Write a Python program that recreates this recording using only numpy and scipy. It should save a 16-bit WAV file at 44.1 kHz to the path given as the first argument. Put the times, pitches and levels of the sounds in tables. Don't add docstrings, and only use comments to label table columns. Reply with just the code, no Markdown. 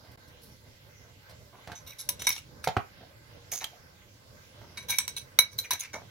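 import sys
import numpy as np
from scipy import signal
from scipy.fft import rfft, irfft
from scipy.io import wavfile
from scipy.ndimage import uniform_filter1d

SR = 44100
rng = np.random.default_rng(int(sys.argv[2]) if len(sys.argv) > 2 else 0)


def put_to_file(sound):
    columns = np.atleast_2d(sound).T
    safe = np.clip(columns, -1, 1)
    whole_steps = np.round(safe * 32767)
    wavfile.write(sys.argv[1], SR, whole_steps.astype(np.int16))


N = 269266

# (Hz, dB, t60 s)
BOWL = [(988, -9, .13), (1250, -15, .04), (1585, -7, .06), (2045, -12, .08), (2250, -1, .23), (2480, -13, .05),
        (3230, -15, .05), (3825, -8, .08), (3922, -5, .18), (4020, -18, .06), (4420, -16, .07), (5250, -13, .06), (5660, -11, .05), (5800, -10, .09),
        (5865, -3, .17), (5975, -9, .1), (6290, -11, .1), (6650, -15, .07), (8185, -13, .13), (9105, -17, .09), (9355, -11, .1),
        (9660, -14, .08), (10025, -10, .09), (10378, -5, .13), (10798, -8, .13), (11370, -12, .08), (11760, -9, .11),
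        (11960, -9, .12), (12460, -9, .1), (13775, -13, .09), (15070, -17, .12), (15720, -12, .07)]
# (Hz, dB, t60 s)
TABLE = [(104, -5, .17), (130, -10, .08), (180, -7, .1), (305, -4, .09), (425, -14, .07), (590, -5, .08), (692, 0, .16), (738, -1, .12),
         (850, -2, .08), (912, -4, .07), (1075, -4, .07), (1325, -4, .06), (1520, -6, .07), (2130, -14, .06), (3220, -20, .05), (3600, -20, .04)]
# (Hz, dB per Hz)
BOWL_CRACK = [(100, 3.5), (450, -10), (1000, 3), (1600, 2), (2400, 4), (3000, 1.5), (4000, -3), (4800, -6.5), (6000, -4.5), (7400, -7), (8600, -16.5), (9800, -7), (12200, -17), (13300, -1), (16000, -19)]
TABLE_CRACK = [(30, -36), (110, 17), (260, -6), (420, 2.5), (800, 2.5), (1500, -5.5), (3300, -7), (6000, -13.5), (10000, -51), (16000, -54)]
# (s, level dB, body dB, treble dB, Hz favoured by the point of contact, its lift dB, ring factor, crack dB)
CLINKS = [(2.0895, -21, -14.5, 6, 985, 17.5, 1, 11.5), (2.2200, -35, -2.5, 9, 6270, 13, 0.14, 14), (2.2687, -20, -10.5, -2.5, 1020, 9, 0.74, -0.5),
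          (2.2700, -24, 5.5, -1, 6130, 13, 1, -5), (2.2712, -24, -19, -10, 3830, 6, 0.64, 0), (2.2752, -22, -2, -3, 2210, 11, 0.47, -1), (2.2908, -22, -9.5, 8, 15700, 14, 0.54, 14),
          (2.3038, -26.5, 4.5, 6, 5750, 17, 0.11, 4), (2.3630, -37.5, -7, -10, 2900, -8, 0.12, 8), (2.6630, -44, 12, -5, 2200, 18, 0.097, 0),
          (3.5170, -35, 1, 13, 6300, 22, 0.1, 8), (3.5298, -37, 17.5, 15.5, 6260, 34, 0.73, 8),
          (4.9044, -25, -17, -2, 11100, 5, 0.81, 4), (4.9848, -19, -9, -1, 7700, 13.5, 0.38, 0.5), (4.9852, -20.5, -12, -1.5, 5730, 6, 0.5, -5),
          (5.0787, -29, -8.5, -2, 8400, 7, 0.17, 1), (5.3882, -11, 3, -3, 3960, 15.5, 0.54, 0.5), (5.3895, -14.5, -20.5, 4, 2270, 14, 0.76, -5),
          (5.7072, -24.5, -8, 0.5, 960, 17, 1, 0), (5.7085, -27.5, -8, -2, 5600, 3, 1, 2), (5.7130, -24.5, -10, 0, 4040, 16, 0.94, -3), (5.733, -27.5, -10, 7, 6370, 16, 0.54, 13),
          (5.806, -32, -7, 5, 6500, 27, 0.25, 19)]
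# (s, level dB, rise s, fade s, brightness dB, favoured Hz, its lift dB)
SCRAPES = [(1.751, -46, 0.0062, 0.022, 2, 6300, 22), (1.86, -44.5, 0.018, 0.027, 2, 13800, 16.5), (1.983, -38, 0.011, 0.023, 8, 6660, 8),
           (2.191, -38, 0.0062, .052, 2.5, 8800, 3), (2.303, -33, 0.016, 0.031, 5, 5800, 5.5), (2.358, -41.5, 0.026, 0.0073, 1.5, 2810, 16),
           (2.63, -37, 0.02, 0.0073, 8, 1650, 9), (3.514, -32, 0.006, 0.044, 16, 6430, 25.5), (3.602, -40.5, 0.013, 0.016, -7, 1920, 19),
           (4.767, -36.5, 0.0073, 0.028, -2.5, 5900, -2.5), (4.882, -27, 0.019, 0.034, 4, 13300, -1), (4.918, -34.5, 0.0066, 0.017, -7, 2320, 10),
           (4.98, -34, 0.018, 0.02, -3, 8100, 19), (5.076, -38.5, 0.0082, 0.016, 4, 8250, 15), (5.163, -33, 0.0039, 0.018, 2, 9000, 16),
           (5.511, -51, 0.0078, 0.02, 1, 6240, 3), (5.58, -34, 0.0075, 0.014, 7, 13900, 15.5), (5.628, -45.5, 0.018, 0.0095, 3, 2360, 17),
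           (5.715, -32, 0.0036, 0.015, -3.5, 12400, 6), (5.79, -36.5, 0.01, 0.018, 12, 6650, 18), (5.811, -43, 0.019, 0.023, -7.5, 3000, 8),
           (5.931, -36.5, 0.0072, 0.02, -3.5, 1700, 17)]
# (s, level dB, favoured Hz, ring factor)
KNOCKS = [(1.6742, -39, 1670, 0.093), (1.699, -43, 915, 0.53), (1.718, -36.5, 1560, 0.12), (1.731, -45.5, 1490, 0.17),
          (2.673, -21, 764, 1), (2.6745, -30, 1850, 0.1), (2.6856, -30, 1620, 0.17), (2.7660, -20, 840, 0.48), (2.7678, -21.5, 1310, 0.3), (2.7741, -34.5, 147, 0.67),
          (4.616, -50, 1400, 0.06), (5.389, -46, 850, 0.9), (5.733, -44.5, 694, 0.75), (6.019, -47, 670, 0.4)]
# (s, level dB, length s, favoured Hz)
BRUSHES = [(0.024, -58.5, 0.093, 2020), (0.106, -60.5, 0.038, 5040), (0.261, -60, 0.034, 4670), (0.625, -65.5, 0.11, 2080),
           (0.409, -53.5, 0.075, 12000), (1.288, -53.5, 0.026, 2430), (1.523, -53, 0.059, 1120), (1.674, -45, 0.032, 910), (3.004, -52.5, 0.037, 487),
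           (3.512, -46, 0.033, 699), (3.61, -45, 0.033, 900), (3.709, -53, 0.05, 70), (4.605, -54, 0.13, 407),
           (5.932, -40.5, 0.031, 694)]
# (s, length s, first Hz, last Hz, dB)
SQUEAKS = [(1.913, 0.032, 2880, 2000, -52.5), (5.638, 0.0307, 2940, 1770, -42.5)]
AIR = [(25, -5), (60, -12.5), (90, 0.5), (160, -9.5), (270, -15), (400, -17), (520, -14), (740, -22.5), (1250, -21), (2800, -22.5), (4800, -22.5), (7000, -27.5), (8600, -37), (11500, -30.5), (16000, -33)]  # (Hz, dB per Hz)
AIR_DB = -53.5
WAVER_DB = 3.5
# (Hz, width Hz, lift dB)
DRONE = [(98, 4, 12), (500, 18, 5), (585, 16, 7), (865, 30, 7), (1040, 40, 5), (1560, 45, 10), (2060, 60, 7)]
SAME = [(60, 0.69), (180, 1), (550, 0.27), (1650, -0.2), (5000, -0.024), (15000, -0.077)]  # (Hz, left-right likeness)
ROOM = [(100, 0.11), (700, 0.21), (2500, 0.22), (6000, 0.16), (15000, 0.1)]  # (Hz, t60 s)
# (delay s, gain)
ECHOES = [(.0031, 0.022), (.0078, 0.14), (.0105, 0.99), (0.0258, .07), (.045, 0.084)]
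EDGE_HZ = 16100
T = np.arange(SR // 3) / SR
# (s, ring factor)
RING = [(1.8, 0.41), (2.4, 0.054), (3.53, 0.15), (3.64, 0.046), (4.8, 0.8), (5.6, 0.69), (5.8, 0.15)]
PRESS_SHARE = 0.34
WOOD_HZ = 1000
WOOD_BODY_DB, BODY_DB_PER_OCT = 15, 24
WOOD_TREBLE_DB, TREBLE_DB_PER_OCT = 24.5, -4.5
SCRAPE_BODY_DB, SCRAPE_TREBLE_DB = -6, -7.5
KNOCK_LIFT_DB = 10.5
BRUSH_LIFT_DB = 3
SCRAPE_RING = 0.55
SLIP_CRACK_DB = -4
UPPER_HZ = 3800
TABLE_LOW_HZ = 60.4
# (Hz, dB, t60 s)
SPOON = [(1640, -4, .09), (3230, -7, .06), (4011, 0, .12), (4680, -7, .08), (6450, -5, .08), (6800, -8, .2), (8204, -10, .13), (9367, -12, .08), (13780, -2, .11)]
# (s, level dB, body dB, treble dB, Hz favoured, its lift dB, ring factor, crack dB)
TAPS = [(2.6415, -33.5, 8.5, 2, 4750, 12, 0.97, 14.5), (2.6745, -38.5, 11, -14, 6850, 12, 1, 11), (3.6418, -28.5, -5.5, 0.5, 3270, 15.5, 0.3, 7), (5.5872, -24, -11, 5, 3900, 12, 0.59, 2)]
# (s, detuning %)
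LOAD = [(2.3, -2), (4.7, 0)]
DRAIN_DB = None
DRAIN_S = None
BLOW_DRAIN_DB, SLIP_DRAIN_DB, TOUCH_S = 13, 7, .011
KNOCK_CRACK_DB = 7.5
# (s, length s, dB)
DIP = (0.167, 0.014, -18)


def amp(db):
    return 10 ** (np.asarray(db) / 20)


def evened(x):
    return x / np.sqrt(np.mean(x ** 2) + 1e-20)


def read(points, hz):
    f, value = np.transpose(points)
    return np.interp(np.log(hz + 1), np.log(f + 1), value)


def add(mix, s, sound):
    part = mix[:, round(s * SR):][:, :sound.shape[1]]
    part += sound[:, :part.shape[1]]


def coloured(x, db_at):
    return irfft(rfft(x) * amp(db_at(np.fft.rfftfreq(x.shape[-1], 1 / SR))), x.shape[-1])


def at_level(x, db):
    return amp(db) * x / np.sqrt(uniform_filter1d((x ** 2).mean(0), SR // 100).max())


def contact(body_db, treble_db, spot_hz, lift_db, octaves=0.073):
    slope = [(2300, body_db), (3700, 0.055), (7000, 0.077), (10000, treble_db)]
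    return lambda hz: read(slope, hz) + lift_db * np.exp(-.5 * (np.log2((hz + 1) / spot_hz) / octaves) ** 2)


def ring(modes, crack, crack_db, crack_t60, spread, colour, damping, detune, drain_db):
    hz, db, t60 = np.transpose(modes)[:, :, None]
    damping = np.clip(damping, .1, 1.1)
    upper = np.minimum(hz / UPPER_HZ, 1) ** 2
    hz = hz * (1 + upper * detune / 100 + .012 * (1.1 - damping) ** 2 * rng.standard_normal(hz.shape))
    db = db + colour(hz) + 2 * np.minimum(hz / 8000, 1) * rng.standard_normal(hz.shape)
    turn = rng.choice([-1, 1], hz.shape) * np.exp(2j * np.pi * hz * T) * amp(db - 60 * T / (t60 * damping))
    skew = np.exp(.5j * spread * upper * rng.choice([-1, 1], hz.shape))
    touching = 1.6 * amp(-drain_db * (.7 + .3 * upper) * (1 - np.exp(-T / TOUCH_S)))
    tones = (touching * np.array([turn * skew, turn / skew])).imag.sum(1)
    mid, side = rng.standard_normal((2, len(T)))
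    side = coloured(side, lambda f: read([(1000, -6), (UPPER_HZ, 0)], f))
    noise = np.cos(spread / 2) * mid + np.sin(spread / 2) * np.array([side, -side])
    noise = coloured(evened(coloured(noise, lambda f: read(crack, f))), colour)
    return tones + noise * amp(crack_db - 60 * T / crack_t60)


def bowl(s, colour, damping, crack_db, drain_db):
    detune = np.interp(s, *np.transpose(LOAD))
    return ring(BOWL, BOWL_CRACK, crack_db, crack_t60=.03, spread=1.4, colour=colour, damping=damping, detune=detune, drain_db=drain_db)


def table(s, colour, damping, crack_db, drain_db):
    return ring(TABLE, TABLE_CRACK, crack_db, crack_t60=.045, spread=.7, colour=colour, damping=damping, detune=0, drain_db=1.8 * drain_db)


def strikes(rows, body, rise):
    out = np.zeros((2, N))
    for s, db, *colour, damping, crack_db in rows:
        sound = body(s, contact(*colour), damping, crack_db, BLOW_DRAIN_DB)
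        add(out, s, at_level(sound * (1 - np.exp(-T / rise)), db))
    return out


def drags(rows, body, slips_per_s, uneven_db, damping_at, grip_db=3.5):
    out = np.zeros((2, N))
    for s, db, rise, fade, *colour in rows:
        pressure = np.minimum(T / rise, 1) * np.exp(-np.maximum(T - rise, 0) / fade)
        grip = evened(uniform_filter1d(rng.standard_normal(len(T)), size=180))
        slips = (rng.random(len(T)) < slips_per_s / SR) * rng.choice([-1, 1], len(T))
        force = pressure * slips * amp(grip_db * grip + uneven_db * np.minimum(rng.exponential(1, len(T)), 3))
        slip = body(s, contact(*colour), damping_at(s), SLIP_CRACK_DB, SLIP_DRAIN_DB)
        sound = signal.fftconvolve(force[None], slip, axes=1)
        add(out, s, at_level(sound, db))
    return out


def squeaks(jitter=0.22):
    out = np.zeros((2, N))
    for s, length, first_hz, last_hz, db in SQUEAKS:
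        count = int(length * SR)
        waver = uniform_filter1d(rng.standard_normal(len(T)), size=8)[:count]
        hz = np.geomspace(first_hz, last_hz, count) * (1 + 2 * jitter * waver)
        tone = np.sin(2 * np.pi * np.cumsum(hz) / SR) * np.hanning(count)
        add(out, s, at_level(np.array([tone, tone]), db))
    return out


def air(waver_hz=450, drift_db=2.3, left_db=-1.5):
    hz = np.fft.rfftfreq(2048, 1 / SR)
    a, b, c, d, patches = rng.standard_normal((5, N // 512 + 5, len(hz)))
    patches = evened(uniform_filter1d(uniform_filter1d(patches, size=9, axis=0), size=2, axis=1))
    waver = WAVER_DB * patches / (1 + np.log2((hz + 1) / waver_hz) ** 2)
    waver += drift_db * evened(uniform_filter1d(patches, size=70, axis=1))
    db = read(AIR, hz) + sum(lift / (1 + ((hz - f) / width) ** 2) for f, width, lift in DRONE)
    same, left = np.clip(read(SAME, hz), -1, 1), a + 1j * b
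    z = np.array([left, same * left + np.sqrt(1 - same ** 2) * (c + 1j * d)]) * amp(db + waver)
    noise = signal.istft(z.transpose(0, 2, 1), nperseg=2048, noverlap=1536)[1][:, :N]
    return evened(noise) * amp(AIR_DB + np.array([[left_db], [-left_db]]))


def room(x, wet_db, echo_db, left_db, build=0.013):
    hz, t, z = signal.stft(rng.standard_normal((2, SR // 2)), SR, nperseg=256)
    tail = signal.istft(z * amp(-60 * t / read(ROOM, hz)[:, None]), SR, nperseg=256)[1]
    tail *= np.minimum(np.arange(tail.shape[1]) / SR / build, 1) ** 2
    response = amp(wet_db) * tail / np.linalg.norm(tail[0])
    for delay, gain in ECHOES:
        response[:, int(delay * SR * rng.uniform(.95, 1.05))] += gain * amp(echo_db)
    return (x + signal.fftconvolve(x, response, axes=1)[:, :N]) * amp([[left_db], [-left_db]])


def ring_at(s):
    return np.interp(s, *np.transpose(RING))


def stroke(length):
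    share = np.clip(PRESS_SHARE, .05, .9)
    return share * length, (1 - share) * length


def on_wood(hz, lift_db):
    octaves = np.log2(WOOD_HZ / hz)
    return WOOD_BODY_DB + BODY_DB_PER_OCT * octaves, WOOD_TREBLE_DB + TREBLE_DB_PER_OCT * octaves, hz, lift_db


def clinks():
    return strikes(CLINKS, bowl, rise=0.0005) + strikes(TAPS, steel, rise=0.0005)


def scrapes():
    rows = [(s, db, rise, fade, SCRAPE_BODY_DB - bright_db, SCRAPE_TREBLE_DB + bright_db, hz, lift_db)
            for s, db, rise, fade, bright_db, hz, lift_db in SCRAPES]
    return drags(rows, bowl, slips_per_s=2500, uneven_db=-3.0, damping_at=lambda s: SCRAPE_RING * ring_at(s))


def knocks():
    rows = [(s, db, *on_wood(hz, KNOCK_LIFT_DB), damping, KNOCK_CRACK_DB) for s, db, hz, damping in KNOCKS]
    return strikes(rows, table, rise=0.0001)


def brushes():
    rows = [(s, db, *stroke(length), *on_wood(hz, BRUSH_LIFT_DB)) for s, db, length, hz in BRUSHES]
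    return drags(rows, table, slips_per_s=1200, uneven_db=-12.5, damping_at=lambda s: .12)


def steel(s, colour, damping, crack_db, drain_db):
    return ring(SPOON, BOWL_CRACK, crack_db, crack_t60=.03, spread=1.4, colour=colour, damping=damping, detune=0, drain_db=drain_db / 2)


def scene():
    spoon = clinks() + scrapes() + squeaks()
    wood = signal.sosfilt(signal.butter(2, TABLE_LOW_HZ, "high", fs=SR, output="sos"), knocks() + brushes())
    return room(spoon, wet_db=-13.0, echo_db=-17.5, left_db=-0.56) + room(wood, wet_db=-9.5, echo_db=-22, left_db=-1.5) + air()


def record(dry):
    s, length, db = DIP
    dry = dry * amp(db * uniform_filter1d(1. * (abs(np.arange(N) / SR - s) < length / 2), size=90))
    dry = signal.sosfilt(signal.butter(2, 40, "high", fs=SR, output="sos"), dry)
    return signal.oaconvolve(dry, signal.firwin(255, EDGE_HZ, window=("kaiser", 9), fs=SR)[None], "same")


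dry = scene()
out = record(dry)
put_to_file(out)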